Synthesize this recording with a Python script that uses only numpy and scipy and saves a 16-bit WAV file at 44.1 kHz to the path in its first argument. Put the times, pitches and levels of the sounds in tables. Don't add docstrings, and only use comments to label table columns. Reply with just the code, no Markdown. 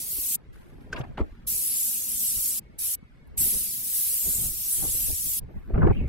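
import sys
import numpy as np
from scipy import signal
from scipy.io import wavfile
from scipy.ndimage import uniform_filter1d

SR = 44100
rng = np.random.default_rng(int(sys.argv[2]) if len(sys.argv) > 2 else 0)


def dump_mix(stems):
    frames = np.atleast_2d(stems).T
    limited = np.clip(frames, -1, 1)
    pcm = np.round(limited * 32767).astype(np.int16)
    wavfile.write(sys.argv[1], SR, pcm)


def natural_amplitude(level_db):
    exponent = np.asarray(level_db, float) / 20
    return 10 ** exponent


N = 268128
T = np.arange(N) / SR
EDGE_HZ = 15800

# time in seconds, strength in dB, sharpness 0-1.
BREEZE = [(0, -55, 0.87), (.5, -57, 0.74), (.85, -51, 0.89), (1.1, -48, .7), (1.35, -50, 0.2),
          (1.5, -52.5, 0.6), (1.65, -62.5, 0.92), (2.1, -57, 0.83), (2.5, -60.5, 1), (2.8, -56, 0.87),
          (3.1, -59.5, 0.49), (3.4, -45.5, 0.41), (3.9, -60, 0.7), (4.2, -53.5, 0.57), (4.4, -41, 0.04),
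          (4.7, -57, 0.5), (5.6, -51.5, 0.64), (6.08, -38.5, 0.05)]
# peak in seconds, strength in dB, sharpness 0-1, length in seconds.
GUSTS = [(0.181, -47, 0.4, 0.043), (0.506, -46.5, 0.3, 0.055), (1.113, -44, 0.3, 0.025),
         (1.532, -50, 1, .05), (2.368, -43.5, 0, 0.046), (3.033, -60, 0.1, .03), (4.804, -35, 0, 0.046),
         (3.419, -35, 0.37, 0.025), (3.45, -47, 1.0, 0.08), (3.55, -37.5, 0.85, 0.035),
         (4.274, -40.5, 0.8, 0.061), (4.357, -49, 1, 0.061), (4.44, -45, 0.97, 0.081),
         (4.842, -35.5, 0.95, 0.049), (4.889, -33.5, 0.21, 0.029), (4.954, -33, 0.49, 0.02),
         (5.055, -38.5, 0, 0.068), (5.102, -28.5, 0.31, 0.031), (5.276, -43, 0.7, 0.067),
         (5.43, -36, 0.05, 0.043), (5.496, -45.5, 0.85, 0.023), (5.567, -30, 0.05, 0.018),
         (5.706, -37.5, 0.8, 0.017), (5.766, -26.5, 0.72, 0.037), (5.79, -19.5, 0.38, 0.07),
         (5.835, -17, 0.76, 0.046), (5.878, -15, 0.79, 0.019), (5.907, -16, 0.78, 0.019),
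         (5.977, -29.5, 0.16, 0.096), (6.03, -28.5, 0.2, 0.1)]
# peak in seconds, strength in dB, sharpness, length in seconds.
JOLTS = [
    (0.933, -44, 1.15, 0.06),
    (0.958, -37.5, 1.1, 0.12),
    (1.004, -38.5, 1.08, 0.047),
    (1.18, -35.5, 1.18, 0.05),
    (1.216, -36, 0.6, 0.045),
]


def evened(x):
    return x / np.sqrt(np.mean(x ** 2) + 1e-20)


def read(points, hz):
    f, value = np.transpose(points)
    return np.interp(np.log(hz + 1), np.log(f + 1), value)


def column(rows, index, t, outside=None):
    rows = np.asarray(rows)
    return np.interp(t, rows[:, 0], rows[:, index], outside, outside)


def grid(size):
    hop = size // 4
    return np.fft.rfftfreq(size, 1 / SR)[:, None], np.arange(-(-N // hop) + 1) * hop / SR


def patches(shape, bins, frames):
    field = rng.standard_normal(shape[::-1]).T
    for _ in range(2):
        field = uniform_filter1d(uniform_filter1d(field, bins, 0), frames, 1)
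    return evened(field)


def unit(shape_db, hz, lo_hz, hi_hz):
    gain = natural_amplitude(shape_db)
    return gain / np.sqrt((gain ** 2 * (hz > lo_hz) * (hz < hi_hz)).mean(0))


def coloured(x, gain, size):
    z = signal.stft(x, nperseg=size, noverlap=3 * size // 4)[2]
    return signal.istft(z * gain[:, :z.shape[1]], nperseg=size, noverlap=3 * size // 4)[1][:N]


def lumpy(lump_db, size):
    lumps = uniform_filter1d(uniform_filter1d(rng.standard_normal(N), size), size)
    return evened(rng.standard_normal(N) * natural_amplitude(lump_db * evened(lumps)))


def resonate(x, hz, width_hz):
    turn = np.exp(2j * np.pi * np.cumsum(hz * np.ones(len(x))) / SR)
    r = np.exp(-np.pi * width_hz / SR)
    return (turn * signal.lfilter([(1 - r) ** 2], [1, -2 * r, r * r], x / turn)).real


def peaks_db(t, at_s, peak_db, rise_s, fall_s):
    late = t[:, None] - at_s
    each_db = peak_db - 10 * np.maximum(late / abs(fall_s), -late / abs(rise_s))
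    return 10 * np.log10((natural_amplitude(each_db) ** 2).sum(1) + 1e-14)


def trigger_db():
    # trigger pulled in seconds, let go in seconds.
    trigger = [
        (-.1, 0.3555),
        (1.473, 2.591),
        (2.789, 2.95),
        (3.378, 5.392),
    ]
    open_db_per_s, bleed_db_per_s, shut_s = 6497.5, 3000, 0.003
    bursts_db = []
    for on, off in trigger:
        opening_db = np.minimum(open_db_per_s * (T - on), 0)
        bleed_db = np.minimum(bleed_db_per_s * (off - T), 0)
        seat_db = np.minimum(open_db_per_s * (off + shut_s - T), 0)
        bursts_db.append(opening_db + bleed_db + seat_db)
    return np.max(bursts_db, axis=0)


def spray():
    # time in seconds, fan level in dB, fan resonance in Hz, facing the ridges in dB.
    sweeps = [
        [(0.0, -37.5, 11000, -1.5), (0.042, -37.5, 11500, -6.5), (0.054, -40, 11400, -2.5),
         (0.198, -34, 11300, -7.5), (0.324, -30.5, 11740, -3.5), (0.358, -27.5, 11200, -7)],
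        [(1.485, -29.5, 11600, -12), (1.547, -32, 11150, -5.5), (1.725, -30.5, 11200, -9.5),
         (1.771, -29, 11300, -5), (1.943, -32.5, 11400, -5.5), (2.03, -36, 11500, -1)],
        [(2.06, -36.5, 11600, -2), (2.122, -30, 11400, -9), (2.168, -34, 11400, 0), (2.254, -28, 11800, -9),
         (2.286, -30.5, 11200, -2.5), (2.348, -30, 11600, -8.5), (2.504, -31, 11200, -3),
         (2.57, -33, 11600, -8.5), (2.585, -32.5, 11800, -3.5)],
        [(2.8, -35, 11400, -10), (2.842, -29.5, 11500, -10), (2.894, -31, 10900, -6), (2.945, -30, 11600, -7.5)],
    ]
    long_sweeps = [
        [(3.39, -30, 11400, -3.5), (3.404, -25.5, 11300, -5), (3.418, -24.5, 12040, -10),
         (3.582, -29.5, 10500, -14.5), (3.612, -30.5, 11200, -9.5), (3.82, -40, 10900, -5)],
        [(3.85, -36, 11000, -5), (3.922, -33, 11800, -3), (3.956, -28, 11300, -9.5), (4.142, -30, 11300, -7.5),
         (4.212, -31.5, 12500, -2.5), (4.3, -28, 11200, -8.5), (4.352, -30.5, 12100, -2),
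         (4.452, -31.5, 11400, -6.5), (4.5, -36, 11300, -2)],
        [(4.53, -37.5, 11300, -5), (4.648, -33.5, 11900, -8), (4.728, -29, 10600, -10), (4.802, -31, 11260, -5),
         (5.022, -29, 11850, -7), (5.128, -32.5, 11000, -5), (5.246, -33, 10750, -9.5),
         (5.302, -32.5, 11700, -3), (5.385, -31.5, 10900, -13)],
    ]
    # frequency in Hz, density in dB per Hz.
    echo_shape = [(4500, -32), (6500, -4.5), (8200, 5.5), (9500, 1.5), (12000, -26.5)]
    splash_shape = [(700, -35.5), (1500, -18), (2500, -4.5), (4000, -1.5), (5500, 3.5), (8000, -0.5),
                    (12000, -13.5)]
    mist_shape = [(9000, -24.5), (12500, 7), (13800, 9), (15800, 5), (17000, -21.5)]
    fan_mid_db = -32
    splash_mid_db, splash_follows = -46.5, 0.46
    mist_mid_db, mist_follows, mist_waver_db = -37, 0.62, 3

    hz, t = grid(size=512)
    rows = np.concatenate(sweeps + long_sweeps)
    fan_db, fan_hz, echo_db = (column(rows, k, t) for k in range(1, 4))
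    nearness_db = fan_db - fan_mid_db
    splash_db = splash_mid_db - fan_mid_db - (1 - splash_follows) * nearness_db
    mist_db = mist_mid_db - fan_mid_db - (1 - mist_follows) * nearness_db
    mist_db = mist_db + mist_waver_db * patches((1, len(t)), bins=1, frames=25)

    fan = unit(-10 * np.log10(1 + ((hz - fan_hz) / 1300) ** 4), hz, 9500, 14800)
    echo = natural_amplitude(echo_db - 0.5) * unit(read(echo_shape, hz), hz, 6500, 9470)
    splash = natural_amplitude(splash_db + 0.78) * unit(read(splash_shape, hz), hz, 2200, 6500)
    mist = natural_amplitude(mist_db - 1.0) * unit(read(mist_shape, hz), hz, 12000, EDGE_HZ)
    power = fan ** 2 + echo ** 2 + splash ** 2 + mist ** 2

    shimmer_db = 0.75 * patches(power.shape, bins=6, frames=20)
    shimmer_db += 0.61 * patches(power.shape, bins=14, frames=45)
    gain = np.sqrt(power) * natural_amplitude(fan_db - 0.26 + shimmer_db)
    return coloured(lumpy(0.34, size=50), gain, size=512) * natural_amplitude(trigger_db())


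def wind_db(t, breeze_db, soft_db, short):
    s, db, _, length_s = np.transpose(GUSTS + JOLTS)
    fall_s = short * length_s * 10 / 12.5
    gust_rise, jolt_rise = 0.81, 0.086
    rise_s = fall_s * np.repeat([gust_rise, jolt_rise], [len(GUSTS), len(JOLTS)])
    gusts_db = peaks_db(t, s, db + soft_db, rise_s, fall_s)
    return 20 * np.log10(np.hypot(natural_amplitude(gusts_db), natural_amplitude(column(BREEZE, 1, t) + breeze_db)))


def wind():
    sharp = np.transpose(GUSTS + JOLTS)[2]

    hz, t = grid(size=2048)
    buffet_shape_db = -10 * np.log10(1 + (hz / 36) ** 2.51 + (hz / 110) ** 6 + (22 / (hz + 1)) ** 6)
    buffet_db = wind_db(t, 0, -3 * sharp, 1.0)
    buffet = unit(buffet_shape_db, hz, 25, 110) * natural_amplitude(buffet_db - 0.36)
    low = coloured(lumpy(0.62, size=900), buffet, size=2048)

    hz, t = grid(size=512)
    flutter_shape_db = -10 * np.log10((hz / 200 + 0.089) ** 2.04 + (hz / 380) ** 7 + (110 / (hz + 1)) ** 6)
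    roar_shape_db = -10 * np.log10((hz / 500 + 0.057) ** 2.65 + (hz / 1400) ** 9 + (400 / (hz + 1)) ** 6)
    soft_db = -16 * (1 - column(BREEZE, 2, t))
    flutter_db = wind_db(t, 5 + soft_db, -34.5 * np.maximum(.5 - sharp, 0), 0.79)
    roar_db = wind_db(t, -7 + soft_db, -49 * (1 - sharp), 0.69)
    flutter = unit(flutter_shape_db, hz, 110, 400) * natural_amplitude(flutter_db - 5.5)
    roar = unit(roar_shape_db, hz, 400, 1300) * natural_amplitude(roar_db - 8.5)
    return low + coloured(lumpy(2.0, size=200), np.hypot(flutter, roar), size=512)


def air():
    # frequency in Hz, density in dB per Hz.
    hush = [(500, -20), (900, -4), (2200, -6), (3000, -13), (4500, -17.5), (6500, -26), (9000, -29),
            (12700, -29), (13200, -70)]
    # start in seconds, end in seconds, pitch in Hz, width in Hz, level in dB.
    whines = [
        (1.22, 1.47, 13300, 300, -91),
        (5.48, 6.2, 13250, 300, -82),
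        (0, 6.2, 8350, 300, -95),
        (2.62, 3.4, 2200, 40, -75),
    ]
    # time in seconds, pitch in Hz, level in dB.
    whistle_curve = [(5.74, 2040, -68), (5.9, 2136, -61), (5.922, 2200, -45), (5.947, 2400, -44),
                     (5.972, 2780, -45.5), (6.005, 2500, -44.5), (6.04, 2250, -45), (6.08, 2100, -52)]
    # centre in seconds, level in dB, pitch in Hz, length in seconds.
    ticks = [
        (3.277, -68.5, 11500, 0.0063),
        (.822, -77, 11500, .012),
        (5.875, -73, 12000, 0.0254),
        (.932, -48, 5500, 0.0044),
        (.997, -61, 5800, 0.014),
    ]

    hz, t = grid(size=1024)
    shape_db = read(hush, hz) + 0.73 * patches((len(hz), len(t)), bins=9, frames=12)
    out = coloured(rng.standard_normal(N), unit(shape_db, hz, 1000, 12000) * natural_amplitude(-70.5), size=1024)
    for start, end, whine_hz, width_hz, db in whines:
        fade = np.clip(np.minimum(T - start, end - T) / .04, 0, 1)
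        on = fade > 0
        whine = evened(resonate(rng.standard_normal(on.sum()), whine_hz, width_hz))
        out[on] += natural_amplitude(db) * fade[on] * whine
    whistle = evened(resonate(rng.standard_normal(N), column(whistle_curve, 1, T), 540))
    out += whistle * natural_amplitude(column(whistle_curve, 2, T, -120) - 9.5)
    for s, db, tick_hz, length_s in ticks:
        near = abs(T - s) < .1
        tick = evened(resonate(rng.standard_normal(near.sum()), tick_hz, 3000))
        out[near] += natural_amplitude(db) * np.exp(-((T[near] - s) / length_s) ** 2) * tick
    return out


def scuffs():
    # peak in seconds, scuff level in dB, rustle against it in dB, fade in seconds.
    strokes = [
        [(.53, -60, -11.5, 0.11), (.61, -61.5, -13, 0.099), (.7, -67, -16, 0.11), (.81, -64, -16.5, 0.13),
         (.93, -38, -30, .012), (.964, -48, -22, 0.02), (.985, -48, -16, 0.013), (1.014, -44, -32, 0.0045),
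         (1.04, -62, -21, 0.11), (1.178, -49, -24, 0.025), (1.2, -54, -21, 0.017), (1.25, -65.5, -18, 0.53)],
        [(5.552, -65.5, -16, 0.58), (5.70, -60, -27.5, 0.035), (5.743, -47, -44, .03),
         (5.778, -43.5, -39, 0.032), (5.817, -55.5, -23, 0.044), (5.865, -57, -24.5, .035),
         (5.905, -46, -43, .008), (5.93, -64, -14, 0.31), (6.07, -61, -11, .03)],
    ]
    scrape_top_hz = [5500, 2100]
    rise_s = 0.0028

    hz, t = grid(size=256)
    bright_shape_db = -10 * np.log10(1 + ((hz - 11200) / 2500) ** 2 + (hz / 13500) ** 30)
    bright = unit(bright_shape_db, hz, 8500, 13000)
    power = 0
    for rows, top_hz in zip(strokes, scrape_top_hz):
        dull_shape_db = -10 * np.log10((hz / 2000 + 0.074) ** 3.9 + (hz / top_hz) ** 12 + (1100 / (hz + 1)) ** 5)
        dull = unit(dull_shape_db, hz, 1400, 4500)
        s, db, rustle_db, fade_s = np.transpose(rows)
        rustle_fade_s = np.minimum(1.5 * fade_s, .2)
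        power += (dull * natural_amplitude(peaks_db(t, s, db - 4.0, rise_s, fade_s))) ** 2
        power += (bright * natural_amplitude(peaks_db(t, s, db + rustle_db, rise_s, rustle_fade_s))) ** 2
    return coloured(lumpy(2.0, size=90), np.sqrt(power), size=256)


def knocks():
    # start in seconds, peak in dB, ring in Hz, t60 in seconds, share of rattle 0-1.
    hose_knocks = [(0.9291, -21, 1530, 0.031, 0.11), (.9275, -30, 2400, .045, .8),
                   (.94, -32, 1400, 0.052, 1), (.960, -22.5, 1620, 0.064, 0.8),
                   (0.974, -23.5, 800, 0.077, 0.9), (1.007, -23, 1680, 0.029, 1),
                   (1.036, -29.5, 990, 0.044, 0.8), (1.173, -26, 1510, 0.048, 0.66),
                   (1.177, -33, 700, 0.043, 1), (1.182, -31, 1580, 0.045, 1),
                   (1.187, -25.5, 466, 0.034, 0.63), (1.205, -25, 1200, 0.037, 0.8)]
    thuds = [
        (1.003, -24, 127, 0.063, 0.05),
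        (1.103, -29, 130, 0.038, 0.1),
        (1.204, -15.5, 340, 0.018, 0.084),
        (1.212, -15.5, 54.3, 0.098, 0.044),
        (3.027, -32.5, 166.5, 0.02, 0.11),
        (5.87, -8.5, 301, 0.023, 0.12),
        (5.851, -11.5, 230, 0.033, 0.18),
    ]
    out, t = np.zeros(N), np.arange(6000) / SR
    for s, peak_db, hz, t60_s, rattle in hose_knocks + thuds:
        band = signal.butter(3, [hz * .5, hz * 2], "band", fs=SR)
        rasp = evened(signal.lfilter(*band, rng.standard_normal(len(t))))
        hit = (1 - rattle) * np.sin(2 * np.pi * hz * t) + 0.35 * rattle * rasp
        rise_s = 0.00097 + 0.006 * rattle
        hit *= natural_amplitude(peak_db - 60 * t / t60_s) * np.clip(t / rise_s, 0, 1)
        start = round(s * SR)
        out[start:][:len(t)] += hit[:N - start]
    return out


def pump():
    # start in seconds, end in seconds, level in dB.
    spells = [
        (1.3, 1.55, -61.5),
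        (1.578, 2.402, -60.5),
        (3.596, 4.2, -64),
    ]
    # multiple of the shaft speed, level in dB.
    orders = [(2, -5), (3, -8), (4, 0), (5, -10)]
    shaft_hz, waver_hz = 57.2, .3
    waver = evened(uniform_filter1d(rng.standard_normal(N), size=12000))
    turns = 2 * np.pi * np.cumsum(shaft_hz + waver_hz * waver) / SR
    hum = sum(natural_amplitude(db) * np.sin(order * turns) for order, db in orders)
    level = 0
    for start, end, db in spells:
        level = level + natural_amplitude(db + 1.5) * np.clip(np.minimum(T - start, end - T) / 0.09, 0, 1)
    return hum * level


def slaps():
    # start in seconds, peak in dB, t60 in seconds, top in Hz.
    puffs = [(4.251, -43, 0.05, 900), (4.82, -29, 0.056, 900), (4.837, -28.5, .05, 1170),
             (4.949, -50, 0.04, 600), (5.502, -34.5, 0.056, 750.2), (5.54, -42.5, 0.04, 916),
             (5.554, -37, 0.088, 603), (5.699, -24, 0.069, 650), (5.742, -23, 0.053, 1600),
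             (5.755, -21, 0.051, 1300), (5.767, -23.5, 0.054, 905), (5.777, -18.5, 0.046, 1500),
             (5.789, -21, 0.026, 1500), (5.8, -30, 0.045, 800), (5.811, -23, 0.052, 1500),
             (5.819, -15, 0.063, 1720), (5.829, -17, 0.064, 1900), (5.841, -16.5, 0.064, 1290),
             (5.853, -21.5, 0.041, 1790), (5.872, -6.5, 0.026, 1700), (5.881, -12.5, 0.05, 1200),
             (5.895, -18, 0.026, 1900), (5.909, -10.5, 0.026, 1200), (6.011, -23, 0.054, 600),
             (6.042, -36, .05, 550)]
    low_hz, slope_hz, rise_s = 166, 380, 0.0024
    out, t = np.zeros(N), np.arange(6000) / SR
    for s, peak_db, t60_s, top_hz in puffs:
        band = signal.butter(5, [low_hz, top_hz], "band", fs=SR, output="sos")
        puff = signal.sosfilt(band, rng.standard_normal(len(t)))
        puff = evened(signal.lfilter(*signal.butter(1, slope_hz, fs=SR), puff))
        puff *= natural_amplitude(peak_db - 8.5 - 60 * t / t60_s) * np.minimum(t / rise_s, 1)
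        start = round(s * SR)
        out[start:][:len(t)] += puff[:N - start]
    return out


def scene():
    mono = spray() + wind() + air() + scuffs() + knocks() + pump() + slaps()
    return np.tile(mono, (2, 1))


def roll_off(x):
    return signal.sosfilt(signal.butter(12, 16840, fs=SR, output="sos"), x)


def record(dry):
    hz, t = grid(size=1024)
    middle = signal.lfilter(*signal.butter(2, [500, 1800], "band", fs=SR), dry[0])
    power = abs(uniform_filter1d(middle ** 2, size=256))
    level_db = 10 * np.log10(np.interp(t, T, power) + 1e-12)
    attack = np.clip((np.roll(level_db, -2) - np.roll(level_db, 2) - 9) / 5, 0, 1)
    held = np.clip(3 * uniform_filter1d(attack, size=9), 0, 1)
    loose = 1 - .8 * held / (1 + (hz / 6000) ** 4)
    haste = np.clip(hz / 1500, .6, 1) * loose
    slow_band = abs(hz - 230) < 110
    quick = [patches(haste.shape, bins=9, frames=10) for _ in dry]
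    drifted = []
    for x, q in zip(dry, quick):
        wander = 2.8 * haste * np.where(slow_band, 1.1 * uniform_filter1d(q, size=18), q)
        drifted.append(coloured(x, np.exp(1j * wander) * (hz < EDGE_HZ), size=1024))
    return roll_off(np.array(drifted) * natural_amplitude([[3.7], [3.4]]))


dry = scene()
out = record(dry)
dump_mix(out)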